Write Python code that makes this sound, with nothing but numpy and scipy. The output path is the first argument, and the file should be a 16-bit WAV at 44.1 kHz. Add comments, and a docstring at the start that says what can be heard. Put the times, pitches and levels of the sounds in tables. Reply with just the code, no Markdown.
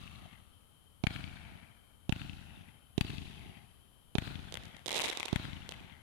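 """Burning stars rush upward and slow over singing insects: a firework cake in an open field at night.
About once a second a lift charge throws a new fan, with a thump and a spit of gas that come back as
fixed echoes and scatter from the trees. Late in the scene, stars crackle overhead.
Two microphones stand far apart: the fireworks reach the left one some 30 ms later, with other echoes
and another colour."""
import sys
import numpy as np
from scipy import signal
from scipy.fft import rfft, irfft
from scipy.io import wavfile

SR = 44100
rng = np.random.default_rng(int(sys.argv[2]) if len(sys.argv) > 2 else 0)


def dump(signal):
    """Clip the signal to [-1, 1] and save it as 16-bit WAV at the path in sys.argv[1]."""
    limited = np.clip(np.atleast_2d(signal).T, -1, 1)
    pcm = np.round(limited * 32767).astype(np.int16)
    wavfile.write(sys.argv[1], SR, pcm)


N = 265482
LEFT_LAG_S, SKY_LAG_S = .0305, .0295   # the left microphone's delay: for the cake, for the crackle


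def from_db(db):
    """Decibels to gain."""
    return 10 ** (np.asarray(db) / 20)


def rms_one(x):
    """Scales x to an rms of 1."""
    return x / np.sqrt(np.mean(x ** 2) + 1e-20)


def add(out, x, start_s):
    """Mixes x into out from start_s on."""
    at = int(round(start_s * SR))
    first, last = max(at, 0), min(at + len(x), len(out))
    if last > first:
        out[first:last] += x[first - at:last - at]


def butter(x, hz, kind, order=2):
    """A plain low-, high- or band-pass."""
    return signal.sosfilt(signal.butter(order, hz, kind, fs=SR, output="sos"), x)


def resonance(x, hz, width_hz):
    """Two-pole resonance, gain 1 at its peak."""
    r = np.exp(-np.pi * width_hz / SR)
    feedback = [1, -2 * r * np.cos(2 * np.pi * hz / SR), r * r]
    return signal.lfilter(np.array([1, 0, -1]) * (1 - r * r) / 2, feedback, x)


def narrow_band(x, hz, width_hz):
    """Two resonances in series give noise a pitch; rms 1."""
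    return rms_one(resonance(resonance(x, hz, width_hz), hz, width_hz))


def bell(x, hz, db, width_octaves):
    """Bell EQ: lifts or hollows out one band."""
    a, w = from_db(db / 2), 2 * np.pi * hz / SR
    k = np.sin(w) * np.sinh(np.log(2) / 2 * width_octaves)
    middle = -2 * np.cos(w)
    return signal.lfilter([1 + k * a, middle, 1 - k * a], [1 + k / a, middle, 1 - k / a], x)


def impulse(colour, size=2048):
    """The tightest causal click that has this EQ curve."""
    hz, db = np.transpose(colour)
    grid = np.maximum(np.fft.rfftfreq(size, 1 / SR), 1)
    gain = from_db(np.interp(np.log(grid), np.log(hz), db))
    cepstrum = irfft(np.log(gain))
    cepstrum[1:size // 2] *= 2
    cepstrum[size // 2 + 1:] = 0
    return irfft(np.exp(rfft(cepstrum)))


def coloured(x, colour):
    """Plays x through an EQ curve."""
    return signal.fftconvolve(x, impulse(colour))[:len(x)]


def hump(t, peak, width):
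    """A bell-shaped envelope, peak 1."""
    return np.exp(-((t - peak) / width) ** 2 / 2)


def bloom(t, peak_s, octaves):
    """A hump on a logarithmic time axis: quick attack, long tail."""
    return hump(np.log2(np.maximum(t, 1 / SR) / peak_s), 0, octaves)


def ticks(t, per_s, spread_db):
    """Clicks at random moments, many weak and a few strong; rms 1."""
    signs = rng.choice([-1, 1], len(t))
    sizes = from_db(spread_db * np.minimum(rng.exponential(1, len(t)), 3))
    return rms_one((rng.random(len(t)) < per_s / SR) * signs * sizes)


# EQ of the tiny snaps as sparks break off a star: freq_hz, level_db
SPARK_EQ = [(300, -21), (1100, -5.5), (2400, 1.5), (3600, 5.5), (5000, -15.5), (14000, -31)]
def rush(t, stars=8, start_hz=3367, sag_hz_per_s=1900, spread_octaves=.55, sputter_db=4, tumble_db=4):
    """Each burning star hisses in a band that sinks as it slows; it sputters, tumbles and sheds sparks."""
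    hisses = 0
    for place in np.linspace(-1, 1, stars):
        detune = 2 ** (spread_octaves * place + .06 * rng.standard_normal())
        pitch_hz = (start_hz - sag_hz_per_s * t) * detune
        white = rng.standard_normal((3, len(t)))
        hiss = butter(white[0] + 1j * white[1], 150, "low") * np.exp(2j * np.pi * np.cumsum(pitch_hz) / SR)
        tumble_hz = 42 * 2 ** rng.uniform(-.512, .488)
        tumble = np.sin(2 * np.pi * (tumble_hz * t + rng.random()))
        sputter = rms_one(butter(white[2], 20.5, "low"))
        hisses += rms_one(hiss.real) * from_db(sputter_db * sputter + tumble_db * tumble - 5.8 * place ** 2)
    sparks = rms_one(coloured(ticks(t, per_s=130, spread_db=3.5), SPARK_EQ))
    # the fan flares up, fades gently while it slows, then burns out
    ignition_s, burn_s, fade_db_per_s, burnout_db_per_s = .075, .55, 10, 79
    flare_db = 8.5 * bloom(t, peak_s=.071, octaves=.54)
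    level_db = -8 + flare_db - fade_db_per_s * t - burnout_db_per_s * np.maximum(t - burn_s, 0)
    envelope = from_db(level_db) * np.minimum(t / ignition_s, 1)
    return envelope * rms_one(rms_one(hisses) + from_db(-7) * sparks)


def roar(t):
    """The low flutter of the flames, which grows as the stars near the top of their climb."""
    flames = narrow_band(rng.standard_normal(len(t)), hz=760, width_hz=330)
    return hump(t, peak=.47, width=.13) * flames


# EQ of the ignition hiss: freq_hz, level_db
SPRAY_EQ = [(500, -4), (1400, 13), (2500, 0), (4000, 9.5), (5500, -13), (9000, -4), (14500, -12),
            (16000, -24)]
def spray(t):
    """The bright hiss of the whole fan catching fire just above the tube."""
    hiss = rms_one(coloured(rng.standard_normal(len(t)), SPRAY_EQ))
    return bloom(t, peak_s=.074, octaves=.72) * hiss


# EQ of the finest sparks: freq_hz, level_db
FIZZ_EQ = [(1500, -27), (4000, 7.5), (6000, -0.5), (9000, -3), (15000, -23)]
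def fizz(t):
    """The finest sparks of the tails: a bright, grainy hiss that peaks early in the climb."""
    grains = rms_one(coloured(ticks(t, per_s=2500, spread_db=.5), FIZZ_EQ))
    return bloom(t, peak_s=.17, octaves=1) * grains


def last_star(t, turns_per_s, start_hz=2450, sag_hz_per_s=700, upper_ratio=1.57, peak_s=.565):
    """The last star to burn out tumbles and puffs once a turn, in two bands that sink as it slows."""
    puffs = .15 + np.cos(np.pi * turns_per_s * (t - peak_s)) ** 10
    phase = 2 * np.pi * np.cumsum(start_hz - sag_hz_per_s * t) / SR
    white = rng.standard_normal((2, 2, len(t)))
    lower, upper = butter((white[0] + 1j * white[1]) * puffs, 130, "low")
    hiss = lower * np.exp(1j * phase) + from_db(-6) * upper * np.exp(1j * upper_ratio * phase)
    return rms_one(hiss.real) * hump(t, peak_s, width=.034)


# Cue sheet of the cake, one shot a row; levels are trims on each layer's own gain.
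# Played by launches(): start_s, thump_db, knock_db, jet_left_db, jet_right_db, jet_treble_db,
#   ring_hz, ring_db, second_ring_hz, second_ring_db, tube_left_db, tube_right_db,
#   notch_left_hz, notch_right_hz, upper_notch_hz
# Then, for flights(): rush_db, spray_db, fizz_db, last_star_db, turns_per_s
SHOTS = [(-.263, -11, 5.5, -20.5, -26, 5.5, 2730, 10, 1180, 10, -10, 4, 1560, 1780, 2470, 2, 4, -4, 0, 45),
         (1.0374, -10.5, 1.5, -20.5, -25.5, -6, 2264, 13.5, 4670, 8.5, 0.5, 5, 1020, 1870, 3700, 4, 4, 1.5, -13, 39),
         (2.0926, -11.5, 6, -23, -28, 0.5, 2660, 12.5, 1560, 3, 8, -2.5, 1130, 2080, 4200, 1.5, -1.5, 2, -8, 36),
         (2.9788, -9, 5, -22.5, -26.5, 4.5, 2620, 9, 4640, 14, 7, 2.5, 1370, 1390, 4340, 6, -2, 4.5, -1, 33),
         (4.1522, -9.5, 6, -23, -23.5, -4, 2520, 4.5, 3400, 0, -0.5, -0.5, 1146, 2020, 2810, 4, 3, 1.5, 3, 54),
         (5.328, -11, 9.5, -24.5, -26, -3, 2120, 5.5, 3300, -1, 0.5, 1, 1200, 2290, 2830, 5.5, 1, -1, -0.5, 73)]
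def flights():
    """Every fan of stars climbs and burns out; the first is already in the air as the scene opens."""
    t, out = np.arange(int(.9 * SR)) / SR, np.zeros((2, N))
    rush_gain, spray_gain = from_db([-51, -60.5]), from_db([-55, -61.5])   # left, right
    fizz_gain, last_gain = from_db([-73, -68]), from_db([-58, -73])
    for start_s, *_, rush_db, spray_db, fizz_db, last_db, turns_per_s in SHOTS:
        for side, lag_s in enumerate((LEFT_LAG_S, 0)):
            fan = rush_gain[side] * from_db(rush_db) * (rush(t) + from_db(-17) * roar(t))
            fan += spray_gain[side] * from_db(spray_db) * spray(t)
            fan += fizz_gain[side] * from_db(fizz_db) * fizz(t)
            fan += last_gain[side] * from_db(last_db) * last_star(t, turns_per_s)
            add(out[side], fan, start_s + lag_s)
    return out


# EQ of the night air on each side: freq_hz, level_db
AIR_EQ_LEFT = [(20, -8), (80, 3), (170, -9.5), (350, -17.5), (800, -19), (1250, -19.5), (1800, -28),
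               (3500, -26), (6000, -39), (7500, -33), (12500, -26.5), (16000, -64)]
AIR_EQ_RIGHT = [(20, -3), (80, -0.5), (170, -0.5), (350, -12), (800, -17.5), (1250, -18.5), (1800, -25),
                (3800, -24.5), (5800, -27), (8000, -24), (12500, -28), (16000, -34)]
# Fader ride on the katydid's song: time_s, trim_db
KATYDID_RIDE = [(0, -2.5), (1.8, -4), (3.1, 0.5), (4.2, -2), (6, -7)]
def night(strokes_hz=210.74):
    """The bed: distant rumble and air, crickets, a katydid's buzzing wing strokes and a far insect."""
    t, white = np.arange(N) / SR, rng.standard_normal((7, N))
    air = np.array([rms_one(coloured(white[0], AIR_EQ_LEFT)), rms_one(coloured(white[1], AIR_EQ_RIGHT))])
    crickets = np.array([narrow_band(noise, hz=3100, width_hz=180) for noise in white[2:4]])
    strokes = np.cumsum(strokes_hz + 1.2 * rms_one(butter(white[4], 6, "low"))) / SR
    buzz = rms_one(sum(np.cos(2 * np.pi * harmonic * strokes) for harmonic in range(46, 61)))
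    rasp = buzz * (1 + .3 * white[5])
    katydid = rms_one(resonance(rasp, hz=10380, width_hz=800))
    katydid *= from_db(np.interp(t, *np.transpose(KATYDID_RIDE)))
    far_insect = narrow_band(white[6], hz=9150, width_hz=500)
    far_insect *= from_db(np.interp(t, [1.9, 2.1], [-1, -11]))
    return (air * from_db([[-60.5], [-69.5]]) + crickets * from_db([[-70], [-89]])
            + katydid * from_db([[-69], [-87]]) + far_insect * from_db([[-90], [-78]]))


def tree_scatter(level_db, ground_db, colour, onset_s, far_edge_s, edge_s):
    """The ground answers a click at once; branches and leaves follow with a fading wash of ticks."""
    t = np.arange(int(1.2 * SR)) / SR
    fall_db_per_s, late_db_per_s, ground_db_per_s, air_db_per_s = 14, 22.5, 902, 24
    # the wash drops once the far edge of the field has answered
    late_s = np.maximum(t - far_edge_s, 0)
    fade_db = fall_db_per_s * t + 1.5 * np.minimum(late_s / edge_s, 1) + late_db_per_s * late_s
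    clumps_db = rms_one(butter(rng.standard_normal(len(t)), 89.5, "low"))   # trees stand in clumps
    envelope = np.minimum(t / onset_s, 1) * from_db(level_db - fade_db + clumps_db)
    ground = from_db(ground_db - ground_db_per_s * t) * butter(rng.standard_normal(len(t)), 306, "high")
    trees = envelope * ticks(t, per_s=1100, spread_db=4.5)
    wash = coloured(trees + ground, colour) / np.sqrt(SR)
    # longer paths lose their top to the air
    lost_top = butter(wash, 4570, "high", order=1) * (1 - from_db(-air_db_per_s * t))
    return wash - lost_top


# The clear echoes of the field on each side: delay_s, level_db, treble_re_bass_db
ECHOES_LEFT = [(0.0368, -16.5, -2), (0.0922, -11, -5), (0.1715, -11.5, -1.5), (0.2084, -16, -4.5),
               (0.2674, -22.5, -5), (0.3012, -24.5, -6), (0.4848, -21, -21), (0.5584, -24.5, -5)]
ECHOES_RIGHT = [(0.0684, -18, 2), (0.1168, -19, 7), (0.1545, -20, -13), (0.2295, -28, -17),
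                (0.4608, -42, -17), (0.4806, -28, -6)]
# EQ of the wash from trees and ground on each side: freq_hz, level_db
WASH_EQ_LEFT = [(40, 5.5), (150, -0.5), (450, -4.5), (850, -1.5), (1300, 6.5), (3000, -6), (6000, 2),
                (10000, -2.5), (16000, 7)]
WASH_EQ_RIGHT = [(40, -6.5), (150, -3), (450, 0.5), (800, 7.5), (1300, 12), (3000, 5.5), (6000, 12),
                 (10000, 6), (16000, -16)]
def field(echoes, colour, wash_db, ground_db, trunk_db, bass_hz, slap_hz, trunks=12):
    """The field's answer to one click: separate echoes, each a round bass and a slap, in a wash."""
    onset_s, far_edge_s, edge_s = .04, .47, .19
    out = tree_scatter(wash_db, ground_db, colour, onset_s, far_edge_s, edge_s)
    # single trunks at random distances add weak, dull echoes
    places = (np.arange(trunks) + rng.random(trunks)) / trunks
    delays_s = onset_s + (far_edge_s + edge_s / 2 - onset_s) * places
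    trunk_echoes = [(delay_s, trunk_db - 14 * delay_s, -14) for delay_s in delays_s]
    t = np.arange(4096) / SR
    bass = butter(signal.unit_impulse(len(t)), bass_hz, "low")
    for delay_s, level_db, treble_db in list(echoes) + trunk_echoes:
        # farther reflectors are broad and leafy: they smear the treble
        smear = rng.standard_normal(len(t)) * np.exp(-t / (.03 * delay_s ** 3))
        slap = butter(smear / np.sqrt(np.sum(smear ** 2)), slap_hz, "band", order=1)
        add(out, from_db(level_db) * (bass + from_db(treble_db) * slap), delay_s)
    return out


# Rising stars that spit once, as heard on the left: start_s, peak_db, pitch_hz
SPITS = [(.0755, -37.5, 2720), (.156, -46, 3700), (.254, -47, 700)]
def spits(decay_s=.0012, half_width_octaves=.14, right_db=-13):
    """A pocket of gas bursts in a star: one short puff with a pitch of its own."""
    t, out = np.arange(int(.02 * SR)) / SR, np.zeros((2, N))
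    edge = 2 ** half_width_octaves
    for start_s, peak_db, pitch_hz in SPITS:
        gas = rng.standard_normal(len(t)) * t * np.exp(-t / decay_s)
        puff = butter(gas, [pitch_hz / edge, pitch_hz * edge], "band")
        puff = from_db(peak_db) * puff / np.abs(puff).max()
        add(out[0], puff, start_s)
        add(out[1], from_db(right_db) * puff, start_s - LEFT_LAG_S)
    return out


def thump(t, swell_s, release_s, rebound):
    """Gas leaves a tube: a negative lobe as the flow swells, an opposite one as it dies."""
    swell = np.sin(np.pi * np.clip(t / swell_s, 0, 1))
    release = np.maximum(t - swell_s, 0) / release_s
    return rebound * release * np.exp(1 - release) - .5 * swell


def jet(t, colour, treble_db, bands):
    """A spit of turbulent gas, heard with rings and notches: centre_hz, gain_db, width_octaves."""
    blow = hump(t, peak=.0018, width=.00074) + .22 * np.exp(-t / .0075)
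    eddies = rfft(rng.standard_normal(len(t)) * blow)
    # eddies of every size share the energy almost evenly
    gas = irfft(eddies / np.abs(eddies) ** .9, len(t)) * np.exp(-t / .008)
    gas += (from_db(treble_db) - 1) * butter(gas, 4000, "high", order=1)
    gas = coloured(gas, colour)
    for band in bands:
        gas = bell(gas, *band)
    return gas / np.sqrt(np.sum(gas ** 2) / (.002 * SR))   # the energy of 2 ms at rms 1


# EQ of the gas jet on each side: freq_hz, level_db
JET_EQ_LEFT = [(100, -40), (500, -7), (800, -1.5), (1150, -6.5), (1500, -3), (2150, -5), (3400, -0.5),
               (4300, -12), (5200, -23.5), (6200, -19.5), (10000, -18), (16000, -33)]
JET_EQ_RIGHT = [(40, 2), (150, 10), (450, -1.5), (700, 6.5), (1200, -5), (1700, -5.5), (2600, -3.5),
                (3700, 1.5), (5000, -11), (9000, -18), (12000, -22.5), (16000, -45)]
def launches(usual_thump_db=-9.5, halving_db=6.5, ring_octaves=.28, notch_octaves=.23):
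    """Lift charges as (start_s, left, right): a round thump left, a tight knock right, a ringing jet."""
    t, shots = np.arange(int(.05 * SR)) / SR, []
    for (start_s, thump_db, knock_db, jet_left_db, jet_right_db, treble_db,
         ring_hz, ring_db, second_hz, second_db, tube_left_db, tube_right_db,
         notch_left_hz, notch_right_hz, upper_notch_hz, *_) in SHOTS:
        body = thump(t, swell_s=.0032, release_s=.0013, rebound=.34)
        body = butter(butter(body, 900, "low"), 55, "high", order=1)
        # a stronger charge empties its tube faster, which shortens the knock
        pace = 2 ** ((thump_db - usual_thump_db) / halving_db)
        knock = thump(t * pace, swell_s=.00225, release_s=.0008, rebound=.46)
        knock = butter(butter(knock, 1400, "low"), 70, "high")
        knock = bell(knock, hz=405, db=knock_db, width_octaves=.42)
        # each shot rings in three bands on the left and two on the right, with two notches on each side
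        upper_notch = (upper_notch_hz, -11.5, .074)
        left_bands = [(ring_hz, ring_db, ring_octaves), (second_hz, second_db, ring_octaves),
                      (850, tube_left_db, ring_octaves), (notch_left_hz, -9.5, notch_octaves)]
        right_bands = [(ring_hz, 9.5, ring_octaves), (645, tube_right_db, ring_octaves),
                       (notch_right_hz, -15.5, notch_octaves)]
        left = from_db(jet_left_db) * jet(t, JET_EQ_LEFT, treble_db, left_bands + [upper_notch])
        right = from_db(jet_right_db) * jet(t, JET_EQ_RIGHT, treble_db, right_bands + [upper_notch])
        left += from_db(thump_db - 1.1) * body
        right += from_db(thump_db - .85) * knock
        shots.append((start_s, left, right))
    return shots


def pop(click, cutoff_hz, bounce_s, bounce_gain=.54):
    """One crack: a sharp shock, duller at a low cutoff, and its bounce off the ground; peak 1."""
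    shock = -butter(click, cutoff_hz, "low", order=1)
    out = shock.copy()
    add(out, bounce_gain * shock, bounce_s)
    return out / np.abs(out).max()


# Sharp cracks overhead, and two faint echoes of the first pair, timed on the right:
# start_s, level_db, left_trim_db, extra_left_lag_s
CRACKS = [(4.5242, -21, -4, 0.00077), (4.542, -18, -4, 0.00062), (4.636, -33, -12.0, 0.0001),
          (4.6547, -31.5, -8, -0.0029), (4.7672, -32, -7, -0.0036), (4.8604, -16, -7.5, 0.0016),
          (4.8661, -19, -7, 0.0023), (4.8795, -18.5, -10, -0.00027), (4.8824, -13.5, -9, 0.0001),
          (4.8934, -20.5, -4.5, -0.0009), (4.907, -17, -6, 0.001), (4.9173, -14, -9, 0.0017),
          (4.9284, -16, -14, 0.0008), (4.9305, -20, -1.5, -0.0013), (4.9427, -18.5, -7, 0.0003),
          (4.9449, -16, -10, 0.0012), (4.9463, -20.5, -6, -0.0006), (4.9538, -18, -10, -0.0034),
          (4.9563, -16.5, -6.5, -0.0003), (4.9618, -13.5, -8.5, 0.0004), (4.9665, -13.0, -5.5, 0.001),
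          (4.9683, -16.5, -3, -0.0007), (4.9713, -18.5, -4, 0.0043), (4.9745, -18, -2, -0.0006),
          (4.9797, -13, -11, -0.0004), (4.982, -19.5, -4, 0.0009), (4.9903, -15.0, -10, 0.0003),
          (5.0033, -19, -4, -0.0012), (5.0123, -19, -6.5, 0.0005), (5.0159, -18, -3, -0.0011),
          (5.0178, -12.5, -7, 0.0), (5.0195, -22, -4.5, -0.0012), (5.022, -18, -7.0, -0.0007),
          (5.0374, -18, -7.0, -0.0051), (5.0397, -16.0, -8.0, 0.0002), (5.0426, -15, -9, 0.0006),
          (5.0492, -17.5, -5, 0.0009), (5.0536, -17, -6.5, 0.0), (5.0582, -13.5, -8.5, 0.0005),
          (5.065, -19, -6, 0.0003), (5.0837, -17.5, -7.5, 0.0005), (5.09, -19, -11, -0.0005),
          (5.0985, -15, -9.5, -0.0011), (5.1012, -16, -5.5, 0.000064), (5.1244, -28.5, -2, -0.0029),
          (5.1731, -14, -6.0, 0.0023), (5.1994, -16, -1.5, 0.0013), (5.2551, -19, -3, -0.0017),
          (5.258, -18, -10, 0.00091), (5.6916, -19.0, -5.5, 0.001), (5.71, -32, -6, -0.0024),
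          (5.7143, -28.5, -7, -0.0028)]
# EQ of a crack on each side: freq_hz, level_db
CRACK_EQ_LEFT = [(40, -15), (150, -6.5), (300, -10.5), (550, 4), (900, 1), (1300, -5), (1750, -3.5),
                 (2100, 5), (3400, 1), (4000, -7), (5200, -14.5), (8500, -14.5), (12000, -15.5),
                 (15500, -35)]
CRACK_EQ_RIGHT = [(40, -38), (150, -10), (300, -0.5), (520, 5), (900, -1), (1400, -18), (2000, -8),
                  (3200, -3.5), (3850, 2.5), (4500, -7.5), (8500, -10), (12000, -17), (15500, -33)]
def crackle():
    """Sharp cracks of stars overhead and two faint echoes, each with its own lag between the sides."""
    left_click, right_click = impulse(CRACK_EQ_LEFT), impulse(CRACK_EQ_RIGHT)
    out = np.zeros((2, N))
    for start_s, level_db, left_trim_db, extra_lag_s in CRACKS:
        brightness, height = rng.uniform(-.97, 1, 2)
        cutoff_hz = 11000 * 2 ** (.73 * brightness)
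        bounce_s = .0008 * 2 ** (.62 * height)
        left = from_db(level_db + left_trim_db + 2.5) * pop(left_click, cutoff_hz, bounce_s)
        right = from_db(level_db + .1) * pop(right_click, cutoff_hz, bounce_s)
        add(out[0], left, start_s + SKY_LAG_S + extra_lag_s)
        add(out[1], right, start_s)
    return out


# EQ of the trees' answer to a crack: freq_hz, level_db
SKY_WASH_EQ = [(100, 6), (350, 4.5), (750, 6), (1300, 10.5), (2200, 5), (3500, 4), (6000, 4), (15000, -3)]
def sky_scatter(peak_s, fall_db_per_s, near_db):
    """A crack overhead returns as a short swish from the nearest trees and a soft swell from the rest."""
    t = np.arange(int(.9 * SR)) / SR
    swish = hump(t, peak=.075, width=.0089) * butter(rng.standard_normal(len(t)), [1900, 4600], "band")
    swell = np.minimum(t / peak_s, 1) * from_db(-fall_db_per_s * np.maximum(t - peak_s, 0))
    wash = coloured(ticks(t, per_s=2500, spread_db=3.5), SKY_WASH_EQ)
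    return (swell * wash + from_db(near_db) * swish) / np.sqrt(SR)


def scene():
    """The mix: flights, night and spits stay dry; shots and cracks also return from the field."""
    fields = (field(ECHOES_LEFT, WASH_EQ_LEFT, wash_db=-2.5, ground_db=11, trunk_db=-20,
                    bass_hz=346, slap_hz=[1200, 5000]),
              field(ECHOES_RIGHT, WASH_EQ_RIGHT, wash_db=-10, ground_db=2, trunk_db=-33,
                    bass_hz=630, slap_hz=[600, 6000]))
    sky = (sky_scatter(peak_s=.055, fall_db_per_s=40, near_db=4),
           sky_scatter(peak_s=.06, fall_db_per_s=42, near_db=12))
    out = night() + flights() + spits()
    cracks, shots = crackle(), launches()
    shot_send, crack_send = from_db(.5), from_db([-4.8, -9])
    for side, lag_s in enumerate((LEFT_LAG_S, 0)):
        for start_s, *waves in shots:
            add(out[side], waves[side], start_s + lag_s)
            add(out[side], shot_send * signal.fftconvolve(waves[side], fields[side]), start_s + lag_s)
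        out[side] += cracks[side]
        add(out[side], crack_send[side] * signal.fftconvolve(cracks[side], sky[side]), 0)
    # one hard surface throws the cracks back to the right microphone
    add(out[1], from_db(-20.5) * butter(cracks[1], 7700, "low", order=1), start_s=.1125)
    return out


def record(dry, cutoff_hz=16400):
    """A steep low-pass takes off the very top."""
    return signal.sosfilt(signal.ellip(10, .1, 80, cutoff_hz, fs=SR, output="sos"), dry)


dry = scene()
out = record(dry)
dump(out)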